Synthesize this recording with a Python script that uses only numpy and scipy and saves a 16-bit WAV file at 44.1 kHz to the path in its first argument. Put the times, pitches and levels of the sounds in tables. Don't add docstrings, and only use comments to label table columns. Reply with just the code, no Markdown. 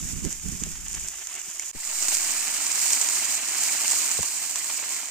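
import sys
import numpy as np
from scipy import signal
from scipy.fft import rfft, irfft, next_fast_len
from scipy.io import wavfile
from scipy.ndimage import map_coordinates

SR = 44100
rng = np.random.default_rng(int(sys.argv[2]) if len(sys.argv) > 2 else 0)


def store_wav(level_fs):
    pcm = np.round(np.clip(np.atleast_2d(level_fs), -1, 1) * 32767)
    wavfile.write(sys.argv[1], SR, pcm.T.astype(np.int16))


N = 225218


def pouring():
    # frequency_hz, left_db, right_db
    far_tone = [(130, -49, -53), (373, -13.5, -15.5), (500, -35, -41), (635, -15.5, -23.5), (890, -21, -23),
                (1450, -19.5, -20.5), (2920, -13, -15), (4150, -20.5, -21), (5470, -10, -9.5),
                (7070, -15, 2.5), (8080, -4.5, -10), (10230, -17, -26.5), (12400, -16.5, -28),
                (15000, -20, -31)]
    fizz = unit(crackle(per_s=9000, spread_db=2, clump_db=1.37, scatter_s=5e-5, lag_s=5e-5))
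    fizz += amp(-16) * ticking(per_s=79, ring_hz=7400, spread_db=2.5)
    boil = crackle(per_s=3500, spread_db=2, clump_db=1.8, scatter_s=7e-5, lag_s=5e-5)
    boil = unit(boil) + amp(-16) * bubbling(per_s=350, pitch_hz=2180, cycles=5.5, spread_db=3)
    hiss = sizzle(pour_levels(), far_tone, fizz, boil, fizz_gain_db=5, boil_gain_db=2.5)
    return hiss + spits(far_tone, gain_db=-3.5, ring_hz=7700, crack=0.11, spray_db=-23, spray_s=0.013)


def pour_levels():
    # time_s, extra_fizz_db, extra_boil_db
    gushes = [(.09, 4.5, 2), (.31, 1.5, 1), (.82, -1.5, -1), (.95, 0, 2.5), (1.07, 2.5, 1),
              (1.19, -1.5, 1.5), (1.35, -0.5, 4.5), (1.62, 2, 2)]
    steady_db = np.array([[-40.5], [-50.5]])
    gush_db = sum(np.outer([fizz, boil], swell(s, 0.067, 0.058)) for s, fizz, boil in gushes)
    return steady_db + gush_db + 0.54 * wobble(13.4)


def stirring():
    # frequency_hz, left_db, right_db
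    near_tone = [(121, -39.5, -43), (275, -16, -20.5), (530, -22, -28), (624, -15, -17.5),
                 (1180, -18.5, -19), (1525, -23, -17.5), (2360, -13, -13.5), (2980, -11.5, -18),
                 (3360, -14, -21.5), (3900, -19, -11.5), (6220, -11.5, -5.5), (7030, -17, 1),
                 (8060, -3, -4), (8340, -2, -7), (9300, -11.5, -10.5), (9660, -20, -22.5),
                 (11100, -15, -22), (12800, -18.5, -23.5), (15000, -17.5, -18)]
    levels_db = stir_levels()
    fizz = unit(crackle(per_s=12000, spread_db=3, clump_db=1.04, scatter_s=5e-5, lag_s=-3e-5))
    fizz += amp(-16.5) * ticking(per_s=110, ring_hz=7250, spread_db=2)
    boil = crackle(per_s=5000, spread_db=2.5, clump_db=1.5, scatter_s=6e-5, lag_s=-6.9e-5)
    boil = unit(boil) + amp(-12) * bubbling(per_s=700, pitch_hz=2019, cycles=7.44, spread_db=1.5)
    hiss = sizzle(levels_db, near_tone, fizz, boil, fizz_gain_db=4.5, boil_gain_db=1.5)
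    hiss += amp(levels_db[0] - 24) * spatter()
    return hiss + spits(near_tone, gain_db=-2.5, ring_hz=7600, crack=0.75, spray_db=-15.5, spray_s=0.012)


def stir_levels():
    # time_s, level_db
    broth = [(2, -38.5), (2.3, -37), (2.5, -38.5), (2.95, -37), (3.43, -37), (3.75, -36.5), (4.1, -37.5),
             (4.3, -43), (4.95, -41), (5.1, -45.5)]
    # peak_s, extra_fizz_db, rise_s, fall_s
    flares = [(2.02, 0.5, 0.15, 0.036), (2.14, 4, 0.08, 0.044), (2.32, 1.5, 0.08, 0.11),
              (2.91, 4, 0.17, 0.042), (3.2, 1.5, 0.24, 0.048), (3.4, -3, 0.037, 0.16),
              (3.63, 1.5, 0.035, 0.07), (3.91, 4, 0.093, 0.12), (4.22, 3, 0.1, 0.52),
              (4.68, 1, 0.049, 0.079)]
    broth_db = np.interp(np.arange(N) / SR, *np.transpose(broth)) + 0.36 * wobble(14)
    flare_db = sum(db * swell(s, rise, fall) for s, db, rise, fall in flares)
    return np.array([broth_db + 7.5 + flare_db, broth_db + 0.29 * flare_db])


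def sizzle(levels_db, tone, fizz, boil, fizz_gain_db, boil_gain_db):
    fizz = unit(passed(coloured(fizz, tone), "high", 3960))
    boil = unit(passed(coloured(boil, tone), "low", 3810))
    return amp(levels_db[0] + fizz_gain_db) * fizz + amp(levels_db[1] + boil_gain_db) * boil


def crackle(per_s, spread_db, clump_db, scatter_s, lag_s, paths=3):
    count = int(per_s * N / SR)
    start = rng.uniform(0, N, count)
    strength = amp(spread_db * np.minimum(rng.exponential(size=count), 4.5))
    strength *= rng.choice([-1, 1], count)
    out = np.zeros((2, N))
    for bounce in range(paths):
        arrival = start + bounce * rng.uniform(.0004, .0014, count) * SR
        skew = (lag_s + scatter_s * rng.standard_normal(count)) * SR / 2
        for side, at in enumerate([arrival - skew, arrival + skew]):
            out[side] += np.bincount(np.round(at).astype(int) % N, strength * 0.61 ** bounce, N)
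    return out * amp(clump_db * wobble(70))


def ticking(per_s, ring_hz, spread_db):
    t = np.arange(SR // 500) / SR
    ring = np.sin(2 * np.pi * ring_hz * t) * np.exp(-t / 0.0004)
    drops = crackle(per_s, spread_db, clump_db=-3, scatter_s=3e-5, lag_s=0)
    return unit(signal.fftconvolve(drops, ring[None], axes=1)[:, :N])


def bubble(t, hz, cycles):
    age = t * hz / cycles
    rise = 1 + 0.037 * np.minimum(age, 4)
    return np.sin(2 * np.pi * hz * t * rise) * np.exp(-age) * (1 - np.exp(-6 * age))


def bubbling(per_s, pitch_hz, cycles, spread_db):
    count, samples = int(per_s * N / SR), np.arange(500)
    hz = pitch_hz * 2 ** rng.triangular(-1.3, 0, .8, (count, 1))
    strength = amp(spread_db * np.minimum(rng.exponential(size=(count, 1)), 4))
    rings = strength * bubble(samples / SR, hz, cycles)
    at = (rng.integers(0, N, (count, 1)) + samples) % N
    return unit(np.bincount(at.ravel(), rings.ravel(), N))


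def spits(tone, gain_db, ring_hz, crack, spray_db, spray_s):
    # start_s, level_db
    drops = [(0.25, -12.5), (0.3277, -12.5), (.486, -16.5), (0.637, -8.5), (.7952, -34), (0.883, -14.5),
             (.9305, -16), (0.9416, -16), (0.9467, -15.5), (0.9502, -12.5), (1.0762, -21), (1.0855, -11.5),
             (1.2716, -13.5), (1.2985, -20), (1.342, -22), (1.3528, -18), (1.5964, -10.5), (1.6228, -19),
             (1.914, -12), (2.0257, -8.5), (2.029, -10), (2.084, -4.5), (2.088, -11), (2.15, -10),
             (2.17, -8), (2.666, -11), (2.7132, -12), (2.7172, -8.5), (2.8807, -11), (2.905, -9),
             (2.9326, -3), (3.0136, -6.5), (3.0882, -5), (3.2525, -18), (3.447, -16), (3.636, -7.5),
             (3.88, -6), (3.903, -8.5), (3.919, -8), (3.9734, -12), (4.018, -13), (4.0864, -10.5),
             (4.23, -8), (4.2838, -18), (4.455, -25), (4.496, -15.5), (4.5582, -11), (4.644, -14),
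             (4.702, -17), (4.752, -18), (4.892, -16), (4.9647, -16), (5.0574, -17.5), (5.0859, -19)]
    out, t = np.zeros((2, N)), np.arange(SR // 40) / SR
    for start_s, db in drops:
        hz = ring_hz * np.exp(0.035 * rng.standard_normal())
        ring = np.sin(2 * np.pi * hz * t) * np.exp(-t / 0.00015)
        ring[0] += crack
        echoes = amp(spray_db - 60 * t / spray_s) * rng.standard_normal((2, len(t)))
        echoes[:, :SR * 3 // 4000] = 0
        echoes[:, 0] = 1
        snap = coloured(signal.fftconvolve(echoes, ring[None], axes=1), tone)
        add(out, start_s, snap * amp(db + gain_db) / np.abs(snap.mean(0)).max())
    return out


def plops(gain_db=-9, splash_s=0.035):
    # start_s, level_db, pitch_hz, ring_cycles, splash_gain
    bursts = [(.25, -26, 2600, 2, 1.5), (0.638, -25, 3010, 3, 1.5), (.754, -27, 2200, 2.2, 1.6),
              (.945, -27, 2600, 3, 1.3), (0.967, -30, 1900, 3.3, 1.3), (.977, -29, 2300, 3, 1.2),
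              (1.139, -28.5, 1800, 3, 1.2), (1.353, -26, 2400, 2, 1.2), (1.385, -23.5, 1920, 3.2, 0.87),
              (1.596, -17.5, 2060, 7.3, 0.41), (1.604, -31, 2950, 8, .4), (2.564, -18.5, 2460, 2.7, 1.6),
              (2.905, -16, 2430, 3, 1.7), (3.012, -18.5, 2400, 3, 1.5), (3.195, -20, 2050, 16, 0.98),
              (3.933, -17, 865, 1.6, 1.8), (4.2295, -19, 935, 2.8, 1.4), (4.557, -16.5, 2500, 2.7, 1.5),
              (4.699, -14, 2170, 3.5, 1.2), (4.79, -20.5, 2400, 3.4, 1.6), (4.826, -22, 1010, 1.2, 2.1),
              (4.837, -21, 1900, 2.2, 1.8), (4.892, -27, 2320, 3, 1.2), (4.918, -25, 2290, 3, 1.6),
              (4.999, -21.5, 2100, 3, 1.3), (5.019, -28, 1800, 2.7, 1.3), (5.032, -23, 770, 1.2, 0.68)]
    out, t = np.zeros((2, N)), np.arange(SR // 25) / SR
    for start_s, db, hz, cycles, splash_gain in bursts:
        spray = rng.standard_normal(len(t)) + 0.61 * rng.standard_normal((2, len(t)))
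        spray = passed(spray, "low", 3300, order=2)
        splash = passed(spray, "high", 0.41 * hz, order=2) * amp(-60 * t / splash_s)
        add(out, start_s, amp(db + gain_db) * (bubble(t, hz, cycles) + splash_gain * splash))
    return out


def spatter():
    ticks = crackle(per_s=350, spread_db=2.5, clump_db=2, scatter_s=3e-5, lag_s=0, paths=1)
    return unit(passed(ticks, "high", 10800))


def wind(breeze_db=-44, drop_at_s=0.99, drop_db_per_s=92):
    # frequency_hz, level_db
    wind_tone = [(20, 7), (50, 9), (120, -5.5), (180, -0.5), (300, -13.5), (420, -19.5), (520, -34),
                 (800, -39), (2000, -69)]
    # peak_s, level_db, half_length_s, right_share (0 to 1)
    gusts = [(0.02, -33, 0.054, 0.46), (0.153, -31.5, 0.11, 0.99), (0.251, -29, 0.034, 0.98),
             (0.47, -30, 0.028, 0.85), (0.534, -34, 0.047, 1), (0.67, -32, 0.05, 0.58),
             (0.96, -43.5, 0.028, 0.16), (1.05, -44, 0.045, 0.56), (1.224, -68, 0.04, 0.3),
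             (1.373, -54, 0.021, 0.2), (1.486, -50, 0.0087, 0.17)]
    dying_s = np.maximum(np.arange(N) / SR - drop_at_s, 0)
    lull = amp([[-64], [-77]])
    breeze = amp(breeze_db - drop_db_per_s * dying_s) + lull
    gusting = sum(pan(amp(db) * swell(s, half, half), right) for s, db, half, right in gusts)
    swirls = amp(2.5 * np.array([wobble(33.7), wobble(34.1)]))
    rumble = coloured(rng.standard_normal((2, N)), wind_tone)
    flutter = passed(coloured(rng.standard_normal((2, N)), wind_tone), "high", 91, order=1)
    return breeze * unit(swirls * rumble) + gusting * unit(swirls * flutter)


def bumps(gain_db=-2.5, roughness=0.85):
    # start_s, level_db, pitch_hz, length_s, pitch_sag, right_share (0 to 1)
    thuds = [(0.132, -23, 131, 0.0043, .45, .95), (0.242, -20, 400, 0.026, 0.5, .99),
             (.521, -21, 220, 0.0063, .3, .85), (0.615, -18, 276, 0.01, 0.41, 0.95),
             (0.663, -28.5, 340, 0.0078, .45, 0.85), (0.784, -35, 290, 0.0062, .45, 0.7),
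             (.91, -36, 290, 0.0069, 0.4, 0.8), (0.97, -33.5, 170, 0.0083, .45, 0.2),
             (1.748, -30.5, 420, 0.0056, 0.33, 0.08), (1.758, -32, 220, 0.008, .3, 0),
             (4.1885, -19.5, 1050, 0.0022, .3, 0), (4.19, -18.5, 380, 0.0037, .5, 0.03),
             (4.199, -24.5, 190, 0.0094, .25, 0.04), (4.2, -26, 80, .011, .15, .03)]
    out, t = np.zeros((2, N)), np.arange(SR // 8) / SR
    for start_s, db, hz, length_s, sag, right in thuds:
        age = t / length_s
        flutter = unit(passed(rng.standard_normal(2 * len(t)), "low", hz * 1.13)[len(t):])
        swing = np.sin(2 * np.pi * np.cumsum(hz / (1 + sag * age)) / SR)
        thud = passed(age * np.exp(-2 * age) * (swing + roughness * flutter), "high", 34, order=2)
        add(out, start_s, amp(db + gain_db) * pan(thud / np.abs(thud).max(), right))
    return out


def thump(start_s=1.754, rise_s=0.0041, swing_back_s=0.088, fade_s=0.18):
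    t = np.maximum(np.arange(N) / SR - start_s, 0)
    offset = (1 - np.exp(-(t / rise_s) ** 2)) * (1 - t / swing_back_s) * np.exp(-t / fade_s)
    return amp(-35) * np.outer([1, 0.45], offset)


def open_air():
    # frequency_hz, level_db
    air_tone = [(20, 19), (60, 9), (150, -7), (400, -3), (1500, -33), (8000, -48)]
    return amp(-65.5) * unit(coloured(rng.standard_normal((2, N)), air_tone))


def amp(db):
    return 10 ** (np.asarray(db) / 20)


def unit(x):
    return x / np.sqrt(np.mean(x ** 2) + 1e-20)


def swell(peak_s, rise_s, fall_s):
    t = np.arange(N) / SR - peak_s
    return np.exp(-(t / np.where(t < 0, rise_s, fall_s)) ** 2)


def wobble(per_s):
    return map_coordinates(rng.standard_normal(int(N * per_s / SR) + 4), [np.arange(N) * per_s / SR])


def coloured(x, tone, size=4096):
    hz, *columns = np.transpose(tone)
    grid = np.log(np.fft.rfftfreq(size, 1 / SR) + 1)
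    gains = amp([np.interp(grid, np.log(hz), db) for db in columns])
    cepstrum = irfft(np.log(gains))
    cepstrum[:, 1:size // 2] *= 2
    cepstrum[:, size // 2 + 1:] = 0
    return signal.fftconvolve(x, irfft(np.exp(rfft(cepstrum))), axes=1)[:, :N]


def passed(x, kind, edge_hz, order=4):
    return signal.sosfilt(signal.butter(order, edge_hz, kind, fs=SR, output="sos"), x)


def pan(sound, right_share):
    return np.outer([1 - right_share, right_share], sound)


def add(track, start_s, sound):
    part = track[:, max(round(start_s * SR), 0):][:, :sound.shape[-1]]
    part += sound[..., :part.shape[1]]


def scene():
    change_s, dip_end_s, fade_in_s = 1.714, 1.73, 0.3
    t = np.arange(N) / SR
    air = open_air()
    far = (t < change_s) * (pouring() + wind())
    fade_in = np.clip((t - change_s) / fade_in_s, 0, 1) ** 0.77
    dip = np.where(t > dip_end_s, 1, amp(-7.5))
    near = fade_in * dip * stirring()
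    return far + near + air + thump() + plops() + bumps()


def record(dry):
    top_hz = 15550
    size = next_fast_len(N + SR // 2)
    return irfft(rfft(dry, size) * (np.fft.rfftfreq(size, 1 / SR) < top_hz), size)[:, :N]


dry = scene()
out = record(dry)
store_wav(out)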